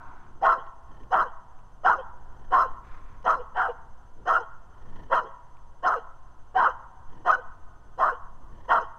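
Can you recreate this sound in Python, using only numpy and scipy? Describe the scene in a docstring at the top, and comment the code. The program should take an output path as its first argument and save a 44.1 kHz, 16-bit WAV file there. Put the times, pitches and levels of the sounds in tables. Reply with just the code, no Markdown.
"""First come wind rumbling on the microphone, a distant outdoor hush, soft rustles, a camera's pulsing whine
and the dying echo of an earlier bark. Then a dog barks thirteen times, hoarse and sharp, panting in between.
Each bark is uneven pulses and noise sent through airway resonances, brightening as the jaw opens.
Clear notes are stacks of harmonics, pants and rustles are filtered noise, and trees send back a dull tail.
There are also a few dry ticks, made of short bursts of filtered noise."""
import sys
import numpy as np
from scipy import signal
from scipy.fft import rfft, irfft
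from scipy.io import wavfile
from scipy.ndimage import uniform_filter1d

SR = 44100
rng = np.random.default_rng(int(sys.argv[2]) if len(sys.argv) > 2 else 0)


def store_pcm(level_fs):
    """Save levels as 16-bit WAV."""
    pcm = np.round(np.clip(level_fs, -1, 1) * 32767).astype(np.int16)
    wavfile.write(sys.argv[1], SR, np.atleast_2d(pcm).T)


N = 396018
TIME = np.arange(N) / SR


def from_db(db):
    """Turn decibels into a gain."""
    return 10 ** (np.asarray(db) / 20)


def rms_one(x):
    """Scale a sound to an average power of 1."""
    return x / np.sqrt(np.mean(x ** 2) + 1e-20)


def coloured(x, points):
    """Shape a sound by a spectrum of (frequency [Hz], level [dB])."""
    hz, db = np.transpose(points)
    grid = np.maximum(np.arange(len(x) // 2 + 1) * SR / len(x), 1)
    gain = from_db(np.interp(np.log(grid), np.log(hz), db))
    return irfft(rfft(x) * gain, len(x))


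def wobble(rate, size):
    """A random curve: `rate` chance values a second, joined by straight lines."""
    knots = rng.standard_normal(8192)
    return np.interp(np.arange(size) * rate / SR, np.arange(len(knots)), knots)


def resonate(x, modes):
    """Side-by-side resonances, each applied twice so that its sides fall off steeply."""
    out = 0
    for k, (hz, width_hz, db) in enumerate(modes):
        r = np.exp(-np.pi * width_hz / SR)
        stage = [(1 - r * r) / 2, 0, (r * r - 1) / 2, 1, -2 * r * np.cos(2 * np.pi * hz / SR), r * r]
        out = out + from_db(db) * signal.sosfilt([stage, stage], x[k % len(x)])
    return out


def moving_resonance(x, hz, width_hz):
    """One resonance whose centre follows a curve: shift the sound to zero, smooth it, shift it back."""
    turn = np.exp(2j * np.pi * np.cumsum(hz) / SR)
    r = np.exp(-np.pi * width_hz / SR)
    return np.real(turn * signal.lfilter([1 - r], [1, -r], x / turn))


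def evened(x):
    """Hold the power near 1 while keeping the fast roughness."""
    size = int(.009 * SR)   # samples in 9 ms
    power = uniform_filter1d(uniform_filter1d(x * x, size), size)
    return x / np.sqrt(np.abs(power) + 1e-20)


def swell(t, centre, length):
    """A smooth rise and fall."""
    return np.cos(np.pi * np.clip((t - centre) / length, -.5, .5))


# colour of the distant outdoor hush, before its overall level is set: (frequency [Hz], level per Hz [dB])
HUSH_COLOUR = [(100, -19.5), (300, -13), (600, -6.5), (1000, 3), (1200, -11.5), (1420, -7), (1700, -13),
               (2400, -25.5), (3100, -18.5), (3800, -27), (6000, -27), (9000, -30), (11000, -38),
               (15500, -51)]


def hush(level_db=-63):
    """Distant outdoor air: steady noise with a fixed colour."""
    return from_db(level_db) * rms_one(coloured(rng.standard_normal(N), HUSH_COLOUR))


# strength of the wind on the microphone, before the boost in wind(): (time [s], level [dB])
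WIND_STRENGTH = [(0.0, -49.5), (0.25, -53.5), (0.72, -54.5), (1.05, -47.5), (1.28, -54.5), (2.68, -47.5),
                 (4.5, -54), (5.0, -46.5), (5.3, -54.5), (8.28, -51.5), (8.5, -48), (8.98, -54.5)]
# colour of the wind, mostly low rumble, before its level is set: (frequency [Hz], level per Hz [dB])
WIND_COLOUR = [(5, 13), (12, 13.5), (25, -5), (50, -5), (100, -15), (160, -21.5), (300, -26.5), (700, -31),
               (2000, -67)]


def wind(boost_db=12):
    """Wind rumbling on the microphone: low noise that rises and falls with the gusts."""
    gusts = from_db(np.interp(TIME, *np.transpose(WIND_STRENGTH)) + boost_db)
    return gusts * rms_one(coloured(rng.standard_normal(N), WIND_COLOUR))


def old_echo(level_db=-47, fade_db_per_s=35):
    """Dying echo of an earlier bark: noise through the throat and mouth resonances, steadily fading."""
    voice_noise = resonate(rng.standard_normal((6, N)), THROAT_MODES + MOUTH_MODES)
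    return from_db(level_db - fade_db_per_s * TIME) * rms_one(voice_noise)


# steady tones of the camera: (frequency [Hz], level [dB])
CAMERA_LINES = [(120, -66.5), (6887, -99.5)]
WHINE_HZ, WHINE_DB = 6157, -79   # level while the whine is on
WHINE_PER_S, WHINE_CENTRE_S, WHINE_DUTY = 12.424, .053, .58   # pulses a second, middle of one, share on


def camera():
    """An electronic whine that switches on and off, over faint steady tones."""
    on = np.cos(2 * np.pi * WHINE_PER_S * (TIME - WHINE_CENTRE_S)) > np.cos(np.pi * WHINE_DUTY)
    smooth_on = uniform_filter1d(on * 1., size=128)   # soften the switching
    whine = from_db(WHINE_DB) * smooth_on * np.sin(2 * np.pi * WHINE_HZ * TIME)
    steady = sum(from_db(db) * np.sin(2 * np.pi * hz * TIME) for hz, db in CAMERA_LINES)
    return np.sqrt(2) * (whine + steady)


def airy(events, modes, flutter_db):
    """Swells of noise through a set of resonances, fluttering unevenly about 32 times a second."""
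    level = sum(from_db(db) * swell(TIME, centre, length) for centre, length, db in events)
    flaps = np.cumsum(32 * (1 + .25 * wobble(20, N))) / SR
    flutter = from_db(flutter_db * (np.cos(2 * np.pi * flaps) + .4 * wobble(60, N)))
    return level * rms_one(flutter) * rms_one(resonate(rng.standard_normal((2, N)), modes))


# soft distant swishes: (centre time [s], length [s], level [dB])
SWISHES = [(.08, 0.62, -63), (2.92, 0.22, -56.5), (3.11, .34, -62)]
# tone of the swishes, before their level is set: (frequency [Hz], width [Hz], level [dB])
SWISH_MODES = [(1294, 840, 10.5), (2280, 480, -3.5), (3200, 300, -6), (4900, 3100, -21)]


def swishes():
    """Soft distant swishes: gently fluttering noise, strongest in the middle range."""
    return airy(SWISHES, SWISH_MODES, flutter_db=2.0)


# dull rustles: (centre time [s], length [s], level [dB])
SCUFFS = [(.3, 0.8, -58), (.92, .06, -54), (1.02, 0.15, -54), (2.42, 0.34, -63), (4.22, 0.14, -50.5),
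          (4.96, 0.28, -51.5), (7.17, 0.19, -53), (8.58, 0.21, -56.5)]
# tone of the rustles, before their level is set: (frequency [Hz], width [Hz], level [dB])
SCUFF_MODES = [(105, 110, 0), (260, 210, -4.5)]


def scuffs():
    """Dull rustles: low noise with only a slight flutter."""
    return airy(SCUFFS, SCUFF_MODES, flutter_db=-0.5)


# rise and fall of pitch in a typical bark, before chance shifts it: (time into the bark [s], pitch [Hz])
PITCH_ARCH = [(0, 472.6), (.03, 737.4), (.07, 652.7), (.11, 693.4), (.15, 518.2), (.2, 429)]
TEAR_DB, SHIFT_DB = 3.5, 2   # fast and slow chance in the drive of each resonance


def folds(t, jitter, breath, flutter_db):
    """Chaotic vocal folds: uneven pulses and a puff of noise each cycle, feeding eight inputs by fits and starts."""
    pitch = np.interp(t, *np.transpose(PITCH_ARCH))
    pitch = pitch * np.exp(.05 * rng.normal() + jitter * wobble(420, len(t)))
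    cycles = np.cumsum(pitch) / SR
    pulses = rms_one(np.diff(np.floor(cycles), prepend=0))   # one click as each cycle completes
    puffs = rng.standard_normal((8, len(t))) * (1 + np.cos(2 * np.pi * cycles))
    tear_db = np.array([TEAR_DB * wobble(77.3, len(t)) + SHIFT_DB * wobble(22, len(t)) for _ in puffs])
    return (pulses + breath * puffs) * from_db(flutter_db * wobble(326.0, len(t)) + tear_db)


ONSET_DEPTH_DB = 35.5   # mouth, throat and rasp swell from this far down


def envelope(t, attack_s, push_s, sag_db_per_s, release_db_per_s):
    """Loudness of one layer of a bark: it swells, sags at a steady rate, then falls faster."""
    rise = ONSET_DEPTH_DB * np.maximum(1 - t / attack_s, 0) ** 2
    sag = sag_db_per_s * np.maximum(t - attack_s, 0)
    release = release_db_per_s * np.maximum(t - push_s, 0)
    return from_db(-rise - sag - release)


# upper resonance, sinking and then rising as the air runs out:
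# (time into a typical bark [s], frequency [Hz], level against the rasp [dB])
UPPER_GLIDE = [(0, 2900, -6.5), (.035, 3144, -12), (.07, 3080, -19), (.11, 3045, 0.5), (.138, 2800, -3),
               (.16, 3000, -1.5), (.22, 3200, 4.5)]


def upper_rasp(source, age):
    """The narrow band near 3 kHz that sinks and rises again, filtered four times."""
    glide_s, *glide = np.transpose(UPPER_GLIDE)
    upper_hz, upper_db = [np.interp(age, glide_s, c) for c in glide]
    for _ in range(4):
        source = moving_resonance(source, upper_hz, width_hz=356)
    return from_db(upper_db) * evened(source)


# resonances of the dog's airway, from low to high, levels only against each other within a layer.
# All six tables: (frequency [Hz], width [Hz], level [dB])
CHEST_MODES = [(195, 160, -15.5), (371.6, 160, -6.5), (490, 108, 2)]
THROAT_MODES = [(675.3, 38, -5), (746.3, 118, -0.5), (906.6, 91, 3)]
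MOUTH_MODES = [(963.6, 107, 3), (1073, 70, 2.5), (1254.4, 216, -2.5), (1372.3, 152, -2), (1480, 183, -4)]
RASP_MODES = [(1660, 120, 2), (1818, 73, -7.5), (1827, 160, 6), (2100, 650, -13.5)]
HISS_MODES = [(4103, 280, 5.5), (5165, 200, 4), (6130, 430, 0.5), (6360, 270, -6)]
FIZZ_MODES = [(7800, 180, 2), (8670, 540, -0.5), (13500, 730, -8.5), (15300, 500, -13)]
THROAT_ATTACK_S, RASP_RELEASE_LEAD_S = 0.038, .021   # the rasp lets go earlier than the rest
CHEST_ATTACK_S, CHEST_RELEASE_S = 0.021, 0.041
MOUTH_RELEASE_DB_PER_S, THROAT_RELEASE_DB_PER_S, RASP_RELEASE_DB_PER_S = 562, 133, 308
RASP_EXTRA_FADE_DB_PER_S = 54.5   # on top of the throat's fade
SHAKE_DB = 1.93   # the push is unsteady
# the jaw opens until the release and shuts again; pitch and upper resonance stretch with the bark
JAW_SHUT_HZ, JAW_DELAY_S, JAW_SHUTTING_S, TYPICAL_PUSH_S = 1034, 0.044, 0.17, .122
CHEST_FOLLOWS, HISS_FOLLOWS, FIZZ_FOLLOWS = 0.11, 0.6, 0.74   # dB gained per dB of force (for the fizz, per dB of the mouth's level)
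CHEST_ABOVE_HISS_DB, FIZZ_DB = 14.5, -52.5   # before force and chance change the levels
# the last air runs out in a puff around the closing note; its rasp is weaker
PUFF_AFTER_S, PUFF_S, PUFF_RASP_DB = 0.023, 0.1, -11
BARK_END_S, BARK_FADE_S = 0.18, .015


def bark(start, attack_s, push_s, mouth_db, sag, throat_db, fade, rasp_db, rasp_attack_s, hiss_db,
         puff_db, open_hz, closing_s):
    """The hoarse body of a bark: folds drive the airway; throat and rasp fade, the mouth opens with the jaw."""
    at = np.arange(int(start * SR), min(N, int(start * SR) + SR // 3))
    t = TIME[:len(at)]
    age = t * TYPICAL_PUSH_S / push_s
    source = folds(age, jitter=.09, breath=.45, flutter_db=3.2)
    shake = from_db(SHAKE_DB * wobble(60, len(t)))
    puff = from_db(puff_db) * swell(t, closing_s + PUFF_AFTER_S, PUFF_S)

    mouth_gain = from_db(mouth_db) * envelope(t, attack_s, push_s, sag, MOUTH_RELEASE_DB_PER_S)
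    jaw_times = [JAW_DELAY_S, push_s, push_s + JAW_SHUTTING_S]
    mouth_hz = np.interp(t, jaw_times, [JAW_SHUT_HZ, open_hz, JAW_SHUT_HZ])
    mouth_tone = moving_resonance(resonate(source, MOUTH_MODES), mouth_hz, width_hz=273)
    mouth = shake * (mouth_gain + puff) * evened(mouth_tone)

    throat_gain = from_db(throat_db) * envelope(t, THROAT_ATTACK_S, push_s, fade, THROAT_RELEASE_DB_PER_S)
    throat = throat_gain * evened(resonate(source, THROAT_MODES))

    rasp_gain = from_db(rasp_db) * envelope(t, rasp_attack_s, push_s - RASP_RELEASE_LEAD_S,
                                            fade + RASP_EXTRA_FADE_DB_PER_S, RASP_RELEASE_DB_PER_S)
    rasp_tone = evened(evened(resonate(source, RASP_MODES)) + upper_rasp(source[-1], age))
    rasp = shake * (rasp_gain + from_db(PUFF_RASP_DB) * puff) * rasp_tone

    # the chest tone lasts until the folds part; hiss grows with the force of the bark, fizz with the mouth's
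    # level alone
    force = mouth_gain + throat_gain
    voiced_times = [0, CHEST_ATTACK_S, push_s, closing_s, closing_s + CHEST_RELEASE_S]
    voiced = np.interp(t, voiced_times, [.4, 1, 0.58, 0.51, 0.028])
    chest_gain = from_db(hiss_db + CHEST_ABOVE_HISS_DB) * force ** CHEST_FOLLOWS * voiced
    chest = chest_gain * evened(resonate(source, CHEST_MODES))
    hiss_gain = from_db(hiss_db + 4.4 * wobble(70, len(t))) * force ** HISS_FOLLOWS
    hiss = hiss_gain * evened(resonate(source, HISS_MODES))
    fizz_gain = from_db(FIZZ_DB + 1.9 * wobble(70, len(t))) * mouth_gain ** FIZZ_FOLLOWS
    fizz = fizz_gain * evened(resonate(source[::-1], FIZZ_MODES))

    gate = np.clip(t / 0.0067, 0, 1) * np.exp(-np.maximum(t - BARK_END_S, 0) / BARK_FADE_S)
    out = np.zeros(N)
    out[at] = gate * (mouth + throat + rasp + chest + hiss + fizz)
    return out


# harmonics of a clear note, against its strongest harmonic: (frequency [Hz], level [dB])
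NOTE_OVERTONES = [(500, -29.5), (1000, -33), (1500, -28), (2200, -42), (2900, -25.5), (3700, -53),
                  (5000, -55.5)]
NOTE_BREAK_DB = 3.5   # even the clear notes break up a little


def clear_note(centre, length, hz, glide, db, order, waver=.014):
    """The folds lock into a brief gliding note of seven harmonics; `order` is the strongest one."""
    out = np.zeros(N)
    at = np.flatnonzero(np.abs(TIME - centre) < length / 2)
    pitch = hz * 2 ** (glide * (TIME[at] - centre)) * (1 + waver * wobble(250, len(at)))
    phase = 2 * np.pi * np.cumsum(pitch) / SR
    db = db + NOTE_BREAK_DB * wobble(130, len(at))
    shape = swell(TIME[at], centre, length)
    for k in range(1, 8):
        harmonic_db = 0 if k == order else np.interp(k * pitch, *np.transpose(NOTE_OVERTONES))
        out[at] += np.sqrt(2) * from_db(db + harmonic_db) * shape * np.sin(k * phase)
    return out


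# narrow bands swallowed by side cavities of the muzzle: (frequency [Hz], width [Hz])
MUZZLE_NOTCHES = [(575, 37), (825, 5.6), (2330, 570), (3680, 400), (4490, 650), (7420, 920), (11100, 2000)]


def muzzle(x):
    """Side cavities cancel narrow bands, deepening the valleys between the peaks of the voice."""
    for hz, width_hz in MUZZLE_NOTCHES:
        x = signal.lfilter(*signal.iirnotch(hz, hz / width_hz, fs=SR), x + 1e-18)
    return x


# one row per bark, layer levels before chance and force change them:
# (start [s], attack [s], time to release [s], mouth level [dB], mouth sag [dB/s],
#  throat level [dB], throat fade [dB/s], rasp level [dB], rasp attack [s], hiss level [dB], last puff level [dB],
#  mouth resonance with the jaw wide [Hz], opening note pitch [Hz], opening note level [dB],
#  time to closing note [s], closing note pitch [Hz], closing note level [dB])
BARKS = [ (.410, 0.068, 0.12, -18.5, 24, -20.5, 150, -35, 0.045, -48, -38, 1200, 796, -23, 0.19, 467, -53),
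         (1.103, 0.047, 0.12, -19, 28.5, -24, 147.5, -34, 0.045, -48.5, -51, 1259, 749, -21.5, 0.16, 490, -42.5),
         (1.830, 0.06, .106, -17.5, 96, -25, 139, -37, 0.04, -48.5, -44.5, 1196, 751, -26.5, 0.17, 526, -41),
         (2.503, 0.051, 0.12, -18.5, 0, -26, 91, -38.5, 0.037, -49, -50, 1140, 747, -24, 0.15, 508, -37),
         (3.238, 0.059, .110, -16, 131, -25, 162, -36, 0.035, -47, -55.5, 1100, 743, -27.5, 0.17, 480, -39),
         (3.539, 0.076, 0.12, -22.5, 3, -26, 46, -35.5, 0.045, -55, -61.5, 1310, 750, -45, 0.16, 487, -34.5),
         (4.251, 0.068, 0.11, -18, 9, -27, 50, -35.5, 0.04, -47.5, -49, 1320, 730, -36.5, 0.16, 471, -47.5),
         (5.095, 0.047, .100, -17.5, 143, -25, 200, -31.5, 0.051, -48, -48, 1240, 533, -27.5, 0.17, 460, -55),
         (5.821, 0.059, .120, -20, 2, -25, 94, -38.5, .035, -50.5, -49, 1250, 736, -26, .151, 496, -33),
         (6.539, 0.073, .130, -18.5, 26, -23.5, 134, -32, 0.052, -49, -47.5, 1210, 764, -18.5, .150, 516, -35.5),
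         (7.243, 0.051, .106, -18.5, 138, -22.5, 211, -34, 0.036, -49.5, -56.5, 1320, 727, -34, 0.15, 490, -48.5),
         (7.972, 0.058, 0.12, -19, 23, -24.5, 106, -38.5, 0.043, -50.5, -48.5, 1380, 733, -43, .162, 480, -39.5),
         (8.677, .050, 0.11, -19, 28, -22, 136, -32, 0.034, -48, -50, 1210, 704, -30.5, 0.14, 498, -39), ]
# yelps that crest some barks, strongest on the second harmonic:
# (centre time [s], length [s], pitch [Hz], glide [octaves/s], level [dB])
YELPS = [(0.531, .04, 684.5, -4.5, -28.5), (3.298, 0.027, 610, 4.5, -24.5), (4.365, .058, 707, 0.8, -24),
         (5.137, 0.018, 700, 5.5, -22), (5.175, .072, 505, -2.8, -26.5), (7.305, .033, 633, 3.5, -18.5),
         (7.343, .04, 738.6, 0, -24)]
# the folds run clear for a moment as a bark opens, and again, lower, later in the bark
OPENING_AT_S, OPENING_S, OPENING_OCTAVES_PER_S = .033, .04, 1.4
CLOSING_S, CLOSING_OCTAVES_PER_S, CLOSING_GLIDE_SPREAD = .042, -3, 2.7   # spread in octaves per second


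def barking():
    """Each bark has a clear opening note, a hoarse body and a lower, usually falling close; a few crest in a yelp."""
    hoarse = 0
    clear = sum(clear_note(*yelp, order=2) for yelp in YELPS)
    for start, *voice, opening_hz, opening_db, closing_s, closing_hz, closing_db in BARKS:
        hoarse = hoarse + bark(start, *voice, closing_s)
        clear += clear_note(start + OPENING_AT_S, OPENING_S, opening_hz, OPENING_OCTAVES_PER_S,
                            opening_db, order=1)
        glide = CLOSING_OCTAVES_PER_S + CLOSING_GLIDE_SPREAD * rng.normal()
        clear += clear_note(start + closing_s, CLOSING_S, closing_hz, glide, closing_db, order=1, waver=0.047)
    return muzzle(hoarse) + clear


# how the echo dies away, before its overall level is set: (delay [s], level [dB])
ECHO_SHAPE = [(0, 6.5), (.04, 1.5), (.1, -10), (.18, -7), (.27, -21.5), (.35, -17), (.43, -24.5), (.7, -27),
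              (1.1, -54.5)]
# dull colour of the echo, before its overall level is set: (frequency [Hz], level [dB])
ECHO_COLOUR = [(200, -25), (500, 5), (750, 8.5), (1000, 12), (1300, 3.5), (1550, 5), (2000, 7.5), (3100, 3),
               (5000, -16.5), (12000, -47)]


def field(x, echo_db, clump_db=2.0):
    """Uneven scatter from ground and trees, with later swells: the sound is smeared by one second of noise."""
    level_db = np.interp(TIME[:SR], *np.transpose(ECHO_SHAPE)) + clump_db * wobble(45, SR)
    scatter = coloured(rng.standard_normal(SR), ECHO_COLOUR) * from_db(level_db)
    return from_db(echo_db) * signal.fftconvolve(x, scatter / np.sqrt(SR))[:N]


# the dog's panting between barks: (centre time [s], length [s], level [dB])
PANTS = [(.66, 0.083, -56), (.97, 0.25, -57.5), (1.34, 0.077, -68), (2.42, 0.51, -62), (2.73, 0.13, -57.5),
         (4.23, 0.029, -72), (4.8, 0.2, -59.5), (4.98, 0.29, -54), (7.16, 0.19, -57), (8.6, 0.31, -58.5)]
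# tone of the panting, before its level is set: (frequency [Hz], width [Hz], level [dB])
PANT_MODES = [(420, 430, 6.5), (970, 190, 13), (1780, 230, 3.5), (3080, 400, -5.5), (4220, 540, -18.5),
              (5700, 530, -17.5)]


def panting():
    """Snatched breaths: strongly fluttering noise through airway resonances."""
    return airy(PANTS, PANT_MODES, flutter_db=5.5)


# dry ticks, three of them much louder than the rest: (time [s], level [dB])
TICKS = [(0.834, -62), (1.034, -55), (1.59, -65), (3.229, -55), (3.307, -38), (5.154, -41), (5.57, -58),
         (7.314, -42.5)]
# tone of the ticks, before their level is set: (frequency [Hz], width [Hz], level [dB])
TICK_MODES = [(2500, 1400, -0.5), (4640, 2200, -14), (8200, 2200, -21), (13200, 2500, -29)]


def ticks(decay_s=.0016):
    """Tiny dry ticks: noise that starts at once and dies away within milliseconds."""
    level = sum(from_db(db) * (TIME >= s) * np.exp(-np.abs(TIME - s) / decay_s) for s, db in TICKS)
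    return level * rms_one(resonate(rng.standard_normal((1, N)), TICK_MODES))


def scene():
    """The quiet field, the dog and its echo, the small noises and the camera, added together."""
    background = hush() + wind() + old_echo()
    small = swishes() + scuffs() + ticks()
    dog = barking() + panting()
    return (background + camera() + small + dog + field(dog, echo_db=-15))[None]


def record(dry):
    """The recorder cuts the top steeply above 15680 Hz."""
    return signal.sosfilt(signal.ellip(12, .1, 80, 15680, fs=SR, output="sos"), dry)


dry = scene()
out = record(dry)
store_pcm(out)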